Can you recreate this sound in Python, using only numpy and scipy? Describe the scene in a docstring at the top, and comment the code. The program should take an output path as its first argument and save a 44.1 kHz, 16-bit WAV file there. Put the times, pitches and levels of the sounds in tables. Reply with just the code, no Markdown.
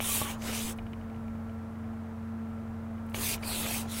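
"""A long hollow fishing pole slides through an angler's hands and over his clothes, by a lake.
Five strokes hiss and scrape as the surfaces rub. Sticking skin squeaks, and once the cloth zips.
The pole knocks when it is gripped and ticks faintly while held still, as each touch makes it ring.
Behind it are the steady hum of a distant machine and a low outdoor rumble. The sound is mono."""
import sys
import numpy as np
from scipy import signal
from scipy.fft import rfft, irfft
from scipy.io import wavfile
from scipy.ndimage import uniform_filter1d

SR = 44100
rng = np.random.default_rng(int(sys.argv[2]) if len(sys.argv) > 2 else 0)


def put_to_file(sound):
    """Save the sound as 16-bit audio at rate SR, in the file named by the first command-line argument."""
    columns = np.atleast_2d(sound).T  # one column per channel
    safe = np.clip(columns, -1, 1)
    whole_steps = np.round(safe * 32767)
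    wavfile.write(sys.argv[1], SR, whole_steps.astype(np.int16))


N = 176400

# slow swell of the low rumble (time [s], level [dB])
RUMBLE_SWELL = [(0, -57), (.5, -59), (.8, -49), (1.45, -50.5), (1.65, -55.5), (2.9, -56), (3.2, -49),
                (4, -68.5)]
# tone of the rumble and of the outdoor wash (frequency [Hz], relative level [dB])
RUMBLE_SPECTRUM = [(18, -20), (30, -13), (41, 5.5), (60, -3.5), (110, -2), (200, -10), (500, -49)]
AIR_SPECTRUM = [(20, -24), (40, -5), (65, -4), (110, -0.5), (170, -5.5), (250, -4.5), (400, -14.5),
                (650, -9), (1000, -12), (1400, -15), (2000, -22), (3000, -31.5), (4500, -38), (8000, -40.5),
                (16000, -44.5)]
# tones of the distant machine (pitch [Hz], level [dB], amount of waver [ratio])
HUM_TONES = [(90.15, -45, 0.1), (112, -54.5, 0.22), (134.8, -61.5, 0.44), (224.7, -40, 0.14),
             (340.6, -63.5, 0.33), (449.4, -57.5, 0.21), (556, -65, 0.49), (644, -79, .5),
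             (670.5, -65, 0.18), (1353, -63, 0.54)]
# a hand takes hold (time [s], wall ring [dB], slap before dulling [dB], slap fade time [s], thump [dB])
KNOCKS = [(.0035, -17, -25, 0.00023, -31.5), (0.216, -33, -27, 0.0013, -24),
          (3.1454, -21, -16, 0.000093, -36)]
# ringing of the pole's wall and of the whole pole
# (pitch [Hz], relative level [dB], time to fade by 60 dB [s])
WALL_TONES = [(700, -5.5, 0.022), (1240, -2, 0.0058), (1810, -15, .01), (2373, 6, 0.0094),
              (2780, -14, .009), (2900, -0.5, 0.016), (3770, -5, .011)]
THUMP_TONES = [(133, 18.5, 0.047), (232, -24.5, 0.12), (486, 0.5, 0.01), (624, 13, 0.069),
               (846, 19.5, 0.05), (1140, 10, 0.053)]
# how a fingertip softens a touch (frequency [Hz], relative level [dB])
FINGERTIP_SPECTRUM = [(500, 6.5), (3000, 0.5), (4000, -10), (6000, -21), (10000, -24)]
# loudness of the slides, one list for each (time [s], hiss level [dB], relative scrape level [dB])
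STROKES = [
    [(.012, -39.5, -39), (.06, -32.5, -39.5), (.133, -29.5, -36), (.19, -32.5, -36.5), (.227, -38, -38.5),
     (.275, -44, -43), (.311, -42.5, -40), (.345, -54, -50), (.365, -70, -57), (.39, -65, -67)],
    [(.39, -66, -59), (.419, -56, -50), (.422, -51, -46), (.47, -44.5, -40.5), (.572, -38, -38),
     (.648, -40, -43), (.696, -41.5, -40.5), (.728, -48, -51), (.745, -72, -63)],
    [(3.152, -42.5, -41.5), (3.18, -41, -42), (3.223, -34, -38.5), (3.305, -32.5, -35), (3.345, -36.5, -37),
     (3.365, -50, -52), (3.378, -73, -57), (3.415, -61, -65)],
    [(3.42, -69, -57), (3.431, -52.5, -45.5), (3.485, -37, -43.5), (3.53, -39, -40), (3.605, -34.5, -41.5),
     (3.645, -39.5, -41.5), (3.72, -35.5, -40), (3.771, -35, -39), (3.812, -40, -44.5), (3.845, -57, -56),
     (3.865, -65, -58)],
    [(3.87, -71, -62), (3.888, -54, -51), (3.92, -43.5, -44.5), (3.96, -40.5, -43.5), (4.0, -37, -41.5)],
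]
# how the grip colours each slide (hollow body boost [dB], hiss tilt [dB per octave], peak [Hz],
# peak boost [dB], dip [Hz], dip gain at the start [dB], dip gain at the end [dB])
GRIPS = [(2, -3.5, 3070, 3.5, 4960, -8, -4), (0, -5, 6300, -0.5, 4500, -1.5, -5),
         (1, -2.5, 2650, 2, 5600, -5, -2), (2.5, -2, 2520, 5, 6060, -9, 2),
         (-3, -5.5, 4000, 7, 4500, -7.5, -3)]
# tone of the cloth hiss, wall scrape and hollow body (frequency [Hz], relative level [dB])
HISS_SPECTRUM = [(2500, -29), (4500, -9.5), (6000, -8.5), (7000, -7.5), (8200, -1.5), (9200, -2),
                 (10400, -1), (12500, -3), (14000, -3.5), (16000, -3.5)]
SCRAPE_SPECTRUM = [(800, -19), (1500, -8.5), (2000, -3), (2450, 1), (2900, 0), (3600, -1.5), (4600, -6),
                   (6500, -3.5), (12000, -26)]
BODY_SPECTRUM = [(60, 14), (150, 9.5), (300, 7.5), (480, 5.5), (750, 7), (950, 6), (1150, 3.5), (1450, 1.5),
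                 (2200, -6), (5000, -45)]
# skin sticks on the pole (start [s], length [s], pitch [Hz], level [dB])
SQUEAKS = [(.085, 0.043, 1145, -45.5), (0.13, 0.036, 1142, -51), (0.207, 0.027, 1124, -41.5),
           (0.236, 0.052, 1136, -45.5), (3.307, 0.018, 440, -44)]
# light touches on the pole (time [s], peak level [dB])
TICKS = [(.4215, -32), (.787, -32.5), (.791, -36), (.867, -40.5), (0.9332, -33.5), (1.013, -44),
         (1.1, -42.5), (1.146, -45), (1.163, -43), (1.282, -45), (1.353, -45), (1.496, -43), (1.757, -50),
         (1.842, -48), (1.933, -46.5), (2.588, -50), (2.981, -41), (3.09, -41), (3.12, -38.5),
         (3.1432, -36), (3.1472, -31.5), (3.379, -37), (3.4335, -26), (3.437, -32), (3.656, -26.5),
         (3.664, -23)]
# faint brushes of cloth (start [s], length [s], level [dB])
BRUSHES = [(0.747, 0.064, -66.5), (3.061, 0.013, -66), (3.078, 0.092, -64.5)]
# the weave zips under the pole, falling as the slide slows (time [s], pitch [Hz], level [dB])
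ZIP_PATH = [(3.425, 4860, -54), (3.47, 4675, -45.5), (3.515, 4150, -42), (3.55, 3935, -41),
            (3.6, 3700, -47), (3.68, 3320, -44.5), (3.74, 3150, -58)]


def amp(db):
    """Turns decibels into a number to multiply by."""
    return 10 ** (np.asarray(db) / 20)


def unit(x):
    """Scales a sound to an average (rms) level of 1."""
    return x / np.sqrt(np.mean(x ** 2) + 1e-20)


def add(mix, start_s, sound):
    """Mixes a sound in at the given time."""
    part = mix[max(round(start_s * SR), 0):][:len(sound)]
    part += sound[:len(part)]


def coloured(x, spectrum):
    """Shapes the bass and treble of a sound, then scales it to level 1."""
    hz, db = np.transpose(spectrum)
    gain_db = np.interp(np.log(np.fft.rfftfreq(len(x), 1 / SR) + 1), np.log(hz), db)
    return unit(irfft(rfft(x) * amp(gain_db), len(x)))


def wander(size, rate_hz):
    """A smooth random wobble, up to about the given rate."""
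    hz = np.fft.rfftfreq(N, 1 / SR)
    return unit(irfft(rfft(rng.standard_normal(N)) * np.exp(-(hz / rate_hz) ** 2), N))[:size]


def ring(tones):
    """Tones that die away after one blow, with a peak of 1."""
    t = np.arange(SR // 6) / SR
    x = sum(amp(db - 60 * t / fade_s) * np.sin(2 * np.pi * hz * t) for hz, db, fade_s in tones)
    return x / abs(x).max()


def outdoors(air_db=-48.5):
    """A low rumble swells and sinks under a steady, distant wash over the lake."""
    swell = amp(np.interp(np.arange(N) / SR, *np.transpose(RUMBLE_SWELL)))
    rumble = swell * coloured(rng.standard_normal(N), RUMBLE_SPECTRUM)
    return rumble + amp(air_db) * coloured(rng.standard_normal(N), AIR_SPECTRUM)


def machine():
    """A far-off motor hums with several tones, each wavering a little."""
    t = np.arange(N) / SR
    out = np.zeros(N)
    for hz, db, waver in HUM_TONES:
        drift = 1 + waver * (wander(N, rate_hz=2.74) + 1j * wander(N, rate_hz=2.8))
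        tone = np.exp(2j * np.pi * (hz * t + rng.random()))
        out += amp(db) * unit((drift * tone).real)
    return out


def knock(wall_db, slap_db, slap_s, thump_db, palm_hz=3220):
    """A hand grips: the soft palm makes a dull slap, the wall rings and the whole pole thumps."""
    age = np.arange(SR // 50) / SR / slap_s
    slap = signal.lfilter(*signal.butter(2, palm_hz, fs=SR), (1 - age) * np.exp(-age))
    out = amp(thump_db) * ring(THUMP_TONES)
    add(out, 0, amp(slap_db) * slap)
    add(out, 0, amp(wall_db) * tick(rattle=0.029, rattle_s=0.0056))
    return out


def friction(size, flutter_db, flutter_hz, slips_per_s=2500, slip_share=0.3):
    """Rubbing is countless tiny slips and some larger ones, bunched up by the uneven grip."""
    slips = (rng.random(N) < slips_per_s / SR) * rng.choice([-1, 1], N)
    slips = slips * amp(-0.5 * np.minimum(rng.exponential(1, N), 4.5))  # sizes vary a little
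    rub = np.sqrt(slip_share) * unit(slips) + np.sqrt(1 - slip_share) * rng.standard_normal(N)
    return rub[:size] * amp(flutter_db * wander(size, flutter_hz))


def grip_colour(x, peak_hz, peak_db, dip_hz, dip_from_db, dip_to_db, patchy_db=2.5):
    """The way the hand lies lifts some pitches and lowers others, with random patches on top."""
    hz, when, slices = signal.stft(x, SR, nperseg=512, noverlap=384)
    octave = np.log2(hz + 1)[:, None]
    peak = peak_db * np.exp(-((octave - np.log2(peak_hz)) / 0.1) ** 2)  # widths are in octaves
    dip_db = dip_from_db + (dip_to_db - dip_from_db) * when / when[-1]
    dip = dip_db * np.exp(-((octave - np.log2(dip_hz)) / 0.26) ** 2)
    patches = uniform_filter1d(rng.standard_normal((len(hz), 256)), size=5, axis=0)  # blur in pitch
    patches = unit(uniform_filter1d(patches, size=18, axis=1))[:, :len(when)]  # blur in time
    gain = amp(peak + dip + patchy_db * patches)
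    return signal.istft(slices * gain, nperseg=512, noverlap=384)[1][:len(x)]


def stroke(curve, grip, fade_s=0.015):
    """One slide: the cloth hisses, the wall scrapes and the hollow body sounds below them."""
    times, hiss_db, scrape_db = np.transpose(curve)
    body_db, tilt_db, *peak_and_dip = grip
    t = np.arange(max(times[0] - fade_s, 0), times[-1] + fade_s, 1 / SR)
    hiss_db, scrape_db = np.interp(t, times, hiss_db), np.interp(t, times, scrape_db)
    tilted = [(hz, db + tilt_db * np.log2(hz / HISS_SPECTRUM[-1][0])) for hz, db in HISS_SPECTRUM]
    hiss = coloured(friction(len(t), flutter_db=0.6, flutter_hz=120), tilted)
    scrape = coloured(friction(len(t), flutter_db=0.9, flutter_hz=130), SCRAPE_SPECTRUM)
    body = coloured(friction(len(t), flutter_db=1.0, flutter_hz=82), BODY_SPECTRUM)
    follow_db = -44.5 + 0.35 * np.minimum(scrape_db + 41.5, 0)  # the body sinks with a weak scrape
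    rub = amp(hiss_db) * hiss + amp(scrape_db - 2) * scrape + amp(body_db + follow_db) * body
    fade = np.clip(np.minimum(t - t[0], t[-1] - t) / fade_s, 0, 1)
    return t[0], fade * grip_colour(rub, *peak_and_dip)


def squeak(length_s, pitch_hz, jitter=0.013):
    """Skin sticks and slips quickly, making a short, rough note."""
    t = np.arange(0, length_s, 1 / SR)
    hz = pitch_hz * (1 + jitter * wander(len(t), rate_hz=150))
    swell = np.sqrt(np.sin(np.pi * t / length_s)) * amp(3 * wander(len(t), rate_hz=76))
    return unit(swell * np.sin(2 * np.pi * np.cumsum(hz) / SR))


def tick(rattle=0.13, rattle_s=0.0025):
    """One soft touch and a brief rattle make the pole's wall ring."""
    t = np.arange(SR // 30) / SR
    touch = rattle * rng.standard_normal(len(t)) * np.exp(-t / rattle_s)
    touch[0] += 1
    x = coloured(signal.fftconvolve(touch, ring(WALL_TONES)), FINGERTIP_SPECTRUM)[:SR // 10]
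    return x / abs(x).max()


def brush(length_s):
    """Cloth barely moves against the pole, making a short, fluttering hiss."""
    size = round(length_s * SR)
    hiss = coloured(friction(size, flutter_db=5.0, flutter_hz=150), HISS_SPECTRUM)
    return unit(np.hanning(size) * hiss)


def cloth_zip(width_hz=1100, overtone_db=-5.5):
    """Threads pass under the pole, and their rate sets the pitch of a fuzzy whistle."""
    times, pitch_hz, db = np.transpose(ZIP_PATH)
    t = np.arange(times[0], times[-1], 1 / SR)
    phase = 2 * np.pi * np.cumsum(np.interp(t, times, pitch_hz)) / SR
    whistle = np.zeros(len(t))
    for multiple, gain in [(1, 1), (2, amp(overtone_db))]:
        fuzz_hz = multiple * width_hz / 2
        fuzz = wander(len(t), fuzz_hz) + 1j * wander(len(t), fuzz_hz)
        whistle += gain * unit((fuzz * np.exp(1j * multiple * phase)).real)
    return t[0], whistle * amp(np.interp(t, times, db))


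def pole():
    """All the sounds of handling the pole, each placed at its time."""
    out = np.zeros(N)
    for start, *blow in KNOCKS:
        add(out, start, knock(*blow))
    for curve, grip in zip(STROKES, GRIPS):
        add(out, *stroke(curve, grip))
    for start, length_s, pitch_hz, db in SQUEAKS:
        add(out, start, amp(db) * squeak(length_s, pitch_hz))
    for start, db in TICKS:
        add(out, start, amp(db) * tick())
    for start, length_s, db in BRUSHES:
        add(out, start, amp(db) * brush(length_s))
    add(out, *cloth_zip())
    return out


def scene():
    """The pole and its surroundings, the same in both channels."""
    mono = outdoors() + machine() + pole()
    return np.array([mono, mono])


def record(dry, cutoff_hz=15850):
    """Cuts away the very highest treble."""
    low_pass = signal.firwin(511, cutoff_hz, window=("kaiser", 9), fs=SR)
    return signal.oaconvolve(dry, low_pass[None], "same")


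dry = scene()
out = record(dry)
put_to_file(out)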